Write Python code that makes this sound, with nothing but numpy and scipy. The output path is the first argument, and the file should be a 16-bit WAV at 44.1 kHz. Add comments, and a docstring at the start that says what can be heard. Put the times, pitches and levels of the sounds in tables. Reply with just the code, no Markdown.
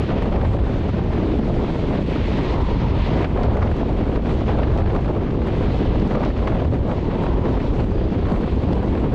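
"""Microphone out of a train window

Held in the slipstream of a running train in open country: large eddies buffet the capsule, smaller
ones rush past in gusts, puffs and knocks. Each is coloured noise with an unsteady level.
Wheels and rails roar (shaped noise) and hum (resonant noise) behind; dry pressure ticks snap on the capsule;
narrow noise on gliding pitches makes a faint whistle. A fast gain control holds the level down."""
import sys
import numpy as np
from scipy import signal
from scipy.fft import rfft, irfft, next_fast_len
from scipy.io import wavfile
from scipy.ndimage import uniform_filter1d

SR = 44100
rng = np.random.default_rng(int(sys.argv[2]) if len(sys.argv) > 2 else 0)


def undo_db(level):
    """Turn decibels back into plain size, where 20 dB means ten times bigger."""
    steps = np.asarray(level, float) / 20
    return 10 ** steps


def transcribe(signal):
    """Save signal, clipped to [-1, 1], as a 16-bit WAV file at the path in sys.argv[1]."""
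    frames = np.atleast_2d(signal).T
    limited = np.clip(frames, -1, 1)
    pcm = np.round(limited * 32767).astype(np.int16)
    wavfile.write(sys.argv[1], SR, pcm)


N = 403074      # samples


def rms_one(x):
    """Scales a signal to an rms of 1."""
    return x / np.sqrt(np.mean(x ** 2) + 1e-20)


def in_time(rows):
    """Draws straight lines through rows of (time in s, values), one curve for each value column."""
    s, *columns = np.transpose(rows)
    return [np.interp(np.arange(N) / SR, s, c) for c in columns]


def drift(rate_hz):
    """Slow chance: noise at every 40th sample through a double one-pole low-pass at rate_hz; rms 1."""
    pole = np.exp(-2 * np.pi * rate_hz * 40 / SR)
    noise = rng.standard_normal(N // 40 + 2002)
    slow = signal.lfilter([1], [1, -2 * pole, pole ** 2], noise)[2000:]     # skip the filter's start
    return np.interp(np.arange(N) / 40, np.arange(len(slow)), rms_one(slow))


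def bumps_in_db(rows):
    """Bell-shaped rises (or dips, if negative) in dB, each as wide as its length at half height."""
    t = np.arange(0, N + 40, 40) / SR
    bumps = sum(db * .5 ** ((2 * (t - s) / length) ** 2) for s, db, length in rows)
    return np.interp(np.arange(N) / SR, t, bumps)


def turbulence(spectrum, shared_db, own_db, rate_hz):
    """Coloured noise in overlapping half-octave bands, each flickering round a shared wobble; rms 1."""
    size = next_fast_len(N)
    octave = np.log2(np.maximum(np.arange(size // 2 + 1) * SR / size, 1))
    hz, level_db = np.transpose(spectrum)
    knots = np.log2(hz)
    colour = undo_db(np.interp(octave, knots, level_db, left=-150, right=-150))
    coloured = rfft(rng.standard_normal(size)) * colour
    out = np.zeros(N)
    for centre in np.arange(knots[0] + .5, knots[-1], .5):
        band = np.clip(1 - 2 * np.abs(octave - centre), 0, 1)      # neighbours add up to one
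        out += irfft(coloured * band, size)[:N] * undo_db(own_db * drift(rate_hz))
    return rms_one(out * undo_db(shared_db))


def snap_envelope(rows, rise_s, fade_s, lead_s):
    """Rounded pulses: clicks, each lead_s early, through two one-pole smoothers."""
    clicks = np.zeros(N)
    rise, fade = np.exp(-1 / (rise_s * SR)), np.exp(-1 / (fade_s * SR))
    for s, db in rows:
        clicks[round((s - lead_s) * SR)] = undo_db(db)
    # the tiny constant keeps the filter out of denormal numbers
    return signal.lfilter([1 - rise], [1, -fade - rise, rise * fade], clicks + 1e-18)


def rail_hum():
    """The rail hums near one pitch for a while: noise passed twice through one broad resonance."""
    # level of the hum: time_s, level_db
    hum_levels = [(0, -64.5), (2.3, -47), (2.5, -35.5), (2.85, -37.5), (3.2, -38), (3.6, -52), (6.5, -61.5),
                  (7.3, -35), (8, -51), (9.14, -45.5)]
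    pitch_hz, width_hz = 927, 220       # width of each pass
    r, w = np.exp(-np.pi * width_hz / SR), 2 * np.pi * pitch_hz / SR
    section = [1, 0, -1, 1, -2 * r * np.cos(w), r * r]
    hum = signal.sosfilt([section, section], rng.standard_normal(N))
    return undo_db(in_time(hum_levels)[0]) * rms_one(hum)


def rolling_noise(level_db, flutter):
    """Wheels on rails: broad noise, its bands wavering slowly and only lightly shaken with the wind."""
    # rolling spectrum: frequency_hz, density_db (relative, per Hz)
    spectrum = [(500, -26), (950, 3.5), (1400, -4), (2000, 0.5), (2650, -1.5), (3300, -3.5), (4300, -9),
                (5000, -15.5), (7000, -28), (9500, -49.5), (12400, -55.5), (14000, -83)]
    return undo_db(level_db) * turbulence(spectrum, 0.29 * flutter, own_db=1.03, rate_hz=6.3)


def whistle():
    """Thin, breathy notes that swell softly and sag a little: narrow noise carried on a gliding pitch."""
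    # three faint high notes: start_s, loudest_s, end_s, pitch_hz, level_db (ahead of the breath)
    notes = [(7.72, 7.97, 8.36, 4800, -62), (8.33, 8.47, 8.6, 4640, -64), (8.6, 8.75, 8.98, 4530, -63)]
    waver_hz, sag_hz_per_s = 22, 90
    t, out = np.arange(N) / SR, np.zeros(N)
    breath = .6 + .5 * (drift(45) + 1j * drift(45))
    waver = waver_hz * drift(9)
    for start, top, end, hz, db in notes:
        swell = np.interp(t, [start, top, end], [0, 1, 0])
        pitch = hz + waver - sag_hz_per_s * (t - top)
        phase = 2 * np.pi * np.cumsum(pitch) / SR
        out += undo_db(db) * swell * np.real(breath * np.exp(1j * phase))
    return out


def air_hiss(level_db):
    """Thin treble of the air: high noise whose bands flicker apart from one another."""
    # hiss spectrum: frequency_hz, density_db (relative, per Hz)
    spectrum = [(4000, -25), (6000, -3.5), (8000, -8.5), (10000, -19), (12400, -27), (14000, -69.5)]
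    return undo_db(level_db) * turbulence(spectrum, 1.2 * drift(5), own_db=2.5, rate_hz=8)


def ticks():
    """Dry pressure ticks on the capsule: milliseconds of noise, strongest near 2 kHz, dull in the top."""
    # pressure ticks on the capsule: time_s, level_db (of the click, ahead of smoothing and filters)
    tick_rows = [(3.2234, -24.5), (3.2503, -29), (3.433, -17.5), (3.5478, -32), (3.655, -32), (4.631, -27),
                 (4.7753, -20), (4.959, -26), (5.998, -18), (6.075, -21), (6.155, -21), (6.197, -22),
                 (6.215, -25.5), (6.232, -29), (6.2494, -16), (6.263, -27), (6.285, -30), (6.377, -23),
                 (6.736, -26), (7.8017, -25.5), (8.319, -21), (8.73, -18.5), (8.754, -27)]
    envelope = snap_envelope(tick_rows, rise_s=.002, fade_s=.0022, lead_s=.0015)
    snaps = envelope * rng.standard_normal(N)
    snaps = signal.sosfilt(signal.butter(1, [700, 3000], "band", fs=SR, output="sos"), snaps)
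    return signal.sosfilt(signal.butter(3, 4700, fs=SR, output="sos"), snaps)


def puffs(per_s, faint_db):
    """Broad noise let through in short rounded bursts; fainter ones come at random, following faint_db."""
    # small eddies bursting on the capsule: time_s, level_db (peak of the gate)
    puff_rows = [(0.09, -35), (0.326, -36), (0.5267, -54), (3.2156, -29), (3.246, -25), (3.375, -29),
                 (3.5334, -38), (3.5686, -38), (3.628, -28.5), (3.716, -43), (4.159, -29), (4.632, -30),
                 (5.0814, -35), (5.485, -36), (5.8127, -37), (6.11, -31), (6.1495, -32), (6.18, -41),
                 (6.3645, -42), (6.474, -30), (7.6015, -33), (7.8027, -34), (8.2896, -43)]
    # puff spectrum: frequency_hz, density_db (relative, per Hz)
    spectrum = [(200, -8), (500, -2), (1200, 0), (2500, -10), (4500, -24), (8000, -48.5), (12000, -64.5)]
    rise_s, faint_rise_s = 0.0033, 0.0026
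    t, gate = np.arange(N) / SR, np.zeros(N)
    for s, db in puff_rows:
        near = slice(max(int((s - .03) * SR), 0), int((s + .08) * SR))
        age = np.maximum(t[near] - s + .003, 0) / rise_s
        gate[near] += undo_db(db) * age * np.exp(1 - age)      # peaks at one rise time
    extra_db = 2.2 * np.minimum(rng.exponential(1, N), 2)
    born = (rng.random(N) < per_s / SR) * undo_db(faint_db + extra_db)
    fade = np.exp(-1 / (faint_rise_s * SR))
    gate += signal.lfilter([(1 - fade) * np.e], [1, -2 * fade, fade ** 2], born + 1e-18)
    return gate * turbulence(spectrum, 0, own_db=1.0, rate_hz=20)


def knocks():
    """Gusty flow knocks dully on the capsule: low-mid noise bursts, sharp and gone in milliseconds."""
    # knocks on the capsule: time_s, level_db (of the click, ahead of smoothing)
    knock_rows = [(0.221, -16.5), (0.678, -25.5), (0.889, -20), (2.159, -20), (3.363, -20), (3.568, -16.5),
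                  (3.713, -18.5), (3.764, -21.5), (4.268, -21.5), (4.292, -18.5), (4.586, -18.5),
                  (4.949, -17.5), (5.469, -19), (5.663, -20.5), (6.136, -19.5), (6.473, -16),
                  (6.892, -19.5), (7.234, -21), (7.84, -20.5), (7.915, -20.5), (8.266, -22), (8.408, -25),
                  (8.827, -18.5)]
    band = signal.butter(2, [440, 1280], "band", fs=SR, output="sos")
    body = signal.sosfilt(band, rng.standard_normal(N))
    return snap_envelope(knock_rows, rise_s=.003, fade_s=.002, lead_s=0) * rms_one(body)


def rush(level_db, flutter):
    """Small eddies streaming past the capsule: mid-range noise, shaken very fast."""
    # rush spectrum: frequency_hz, density_db (relative, per Hz)
    spectrum = [(200, -36), (400, -2.5), (520, 0), (720, -4), (950, -9), (1500, -20), (2400, -37),
                (4000, -69)]
    shaking_db = 2.0 * flutter + 2.0 * drift(110)
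    return undo_db(level_db) * turbulence(spectrum, shaking_db, own_db=0.0, rate_hz=65)


def roar(level_db, flutter):
    """Low roar: noise strongest round 200 Hz, its whole band shaken together."""
    # roar spectrum: frequency_hz, density_db (relative, per Hz)
    spectrum = [(70, -25), (120, -2.5), (220, 0), (400, -5), (600, -16.5), (1000, -37.5)]
    return undo_db(level_db) * turbulence(spectrum, 1.86 * flutter, own_db=0.0, rate_hz=9.7)


def buffet(level_db):
    """Large eddies pressing on the capsule: deep noise whose bands waver slowly."""
    # buffet spectrum: frequency_hz, density_db (relative, per Hz)
    spectrum = [(8, -28.5), (14, -8.5), (55, 0.5), (110, -4), (180, -17), (300, -43)]
    return undo_db(level_db) * turbulence(spectrum, 0, own_db=1.0, rate_hz=3.1)


def scene():
    """Slow levels, bent by brief swells, drops and unsteady flow, drive the wind and track layers."""
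    # slipstream and track, slowly: time_s, buffet_db, roar_db, rush_db, rolling_db
    ride = [(0.0, -25, -22, -29, -39.5), (0.4, -20, -22.5, -28.5, -45), (0.8, -23, -27, -34.5, -45),
            (1.3, -21, -21.5, -32.5, -43), (1.8, -23, -25, -34, -42.5), (2.15, -22.5, -23.5, -35.5, -40),
            (2.28, -21, -25, -34, -38), (2.42, -22.5, -21, -33, -36.5), (2.53, -20, -26, -34, -37),
            (2.6, -19.5, -23.5, -33.5, -40), (2.93, -17.5, -24, -30, -40.5), (3.03, -18.5, -26.5, -31, -36),
            (3.18, -19, -19, -27, -36.5), (3.28, -21, -20, -25.5, -41.5), (3.6, -18.5, -23.5, -27.5, -45.5),
            (3.8, -23, -24.5, -32, -44.5), (4.2, -22, -21.5, -31.5, -45), (4.4, -22, -23, -32, -41.5),
            (4.7, -15.5, -21, -26.5, -44), (5.3, -23.5, -25.5, -35, -48.5), (5.7, -19, -23.5, -31.5, -41),
            (6.0, -17.5, -19.5, -31, -40), (6.12, -21.5, -21, -31, -44), (6.2, -19.5, -22.5, -27, -42.5),
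            (6.29, -21, -23.5, -29.5, -42.5), (6.5, -18.5, -23.5, -27.5, -44),
            (7.0, -23, -25, -33.5, -47.5), (7.45, -19, -23, -28.5, -44), (7.7, -20.5, -23, -35, -45),
            (8.0, -21.5, -23.5, -34, -46), (8.6, -21, -23.5, -34.5, -45), (9.14, -23.5, -21, -29, -46)]
    # brief swells of the flow, and a few dips (negative): time_s, swell_db, length_s
    flow_swells = [(0.23, -3.5, 0.028), (0.35, 1.5, 0.073), (0.44, 3.5, 0.025), (0.69, 1, 0.025),
                   (0.895, 3, 0.02), (0.97, 3.5, 0.037), (1.24, 2, 0.066), (1.4, 4, .03), (1.95, 6, 0.083),
                   (2.16, 6, 0.019), (2.54, 9, 0.026), (3.4, 2.5, 0.068), (3.72, 2, 0.017),
                   (4.17, 3, 0.089), (4.29, -1, 0.029), (4.52, 3.5, 0.12), (4.595, 2.5, 0.017),
                   (4.96, 4, 0.045), (5.1, 8, 0.024), (5.49, 4.5, 0.041), (5.675, -1.5, 0.022),
                   (6.2, 2, 0.18), (6.47, 0.5, .07), (6.74, 4.5, 0.054), (6.91, 8.5, 0.069),
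                   (7.1, 5.5, 0.035), (7.245, 2, .025), (7.81, 7, 0.048), (7.925, 4.5, .02),
                   (8.32, 7.5, 0.071), (8.42, 1.5, .02), (8.72, 5.5, 0.086), (8.83, 1.5, 0.086),
                   (9.04, 1, 0.046)]
    # brief drops in rush and rolling noise (negative rises): time_s, rush_drop_db, length_s, rolling_drop_db
    flow_drops = np.array([(0.063, 8, 0.045, 1), (0.302, 6, 0.025, 3.5), (0.58, 4.5, 0.015, 5.5),
                           (0.918, 13, 0.022, 0.5), (2.053, 12, 0.042, 4.5), (2.583, -3, 0.046, 4),
                           (3.033, 8.5, 0.036, 0.3), (3.307, 11, 0.08, 4.5), (3.746, 6.5, 0.058, 0),
                           (3.947, 1, 0.029, 1.5), (4.453, 4.5, 0.033, 4.5), (4.696, 5, 0.067, 2),
                           (5.02, 2.5, .05, -0.5), (6.338, 13, 0.049, 6.5), (6.694, 8.5, 0.045, 5.5),
                           (6.818, 10.5, 0.09, 5), (6.984, 4.5, 0.1, -1.5), (7.728, 0, 0.027, 2),
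                           (7.887, 3, 0.048, 4.5), (8.664, 11, 0.015, 4), (8.896, 6, 0.05, 0),
                           (9.093, 8, 0.034, 3.5)])
    buffet_db, roar_db, rush_db, rolling_db = in_time(ride)
    swell_db = bumps_in_db(flow_swells)
    flow_db = swell_db - bumps_in_db(flow_drops[:, :3])
    rolling_drop_db = bumps_in_db(flow_drops[:, [0, 3, 2]])

    wander = drift(9.8)      # the flow swings a little all the time
    buffet_db = buffet_db + 0.5 * drift(1.5)
    roar_db = roar_db + 0.45 * flow_db + 0.6 * drift(5.1)
    rush_db = rush_db + flow_db + 0.3 * wander
    rolling_wander_db = 0.35 * (0.67 * wander + 0.74 * drift(12))
    rolling_db = rolling_db + 0.16 * swell_db - rolling_drop_db + rolling_wander_db
    hiss_db = -69.5 + 0.27 * flow_db + 0.3 * (rolling_db - rolling_db.mean())

    flutter = drift(50)      # one unsteady flow shakes roar and rush, and lightly the rolling noise
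    track = rolling_noise(rolling_db, flutter) + rail_hum()
    wind = buffet(buffet_db) + roar(roar_db, flutter) + rush(rush_db, flutter) + air_hiss(hiss_db)
    bursts = puffs(per_s=130, faint_db=rush_db - 16.0) + knocks() + ticks()
    return (track + wind + bursts + whistle())[None]


def top_cut(x):
    """Nothing passes above the cut-off."""
    return signal.sosfilt(signal.butter(12, 12380, fs=SR, output="sos"), x)


def record(dry):
    """The gain drops at once on pressure peaks and recovers in some tens of milliseconds."""
    knee_db, squeeze = -15.0, .55       # squeeze: dB of gain taken off per dB over the knee
    over_db = np.maximum(20 * np.log10(np.abs(dry) + 1e-9) - knee_db, 0)
    ramp = 120.0 * np.arange(N) / SR     # the held peak falls by 120 dB/s
    held_db = np.maximum.accumulate(over_db + ramp, axis=1) - ramp
    ahead = np.pad(held_db, [(0, 0), (0, 60)], "edge")[:, 60:]      # looks 60 samples ahead
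    gain_db = -squeeze * uniform_filter1d(np.maximum(held_db, ahead), size=120, axis=1)
    mix = dry * undo_db(gain_db + 2.0) - .002     # a small constant offset
    return top_cut(mix)


dry = scene()
out = record(dry)
transcribe(out)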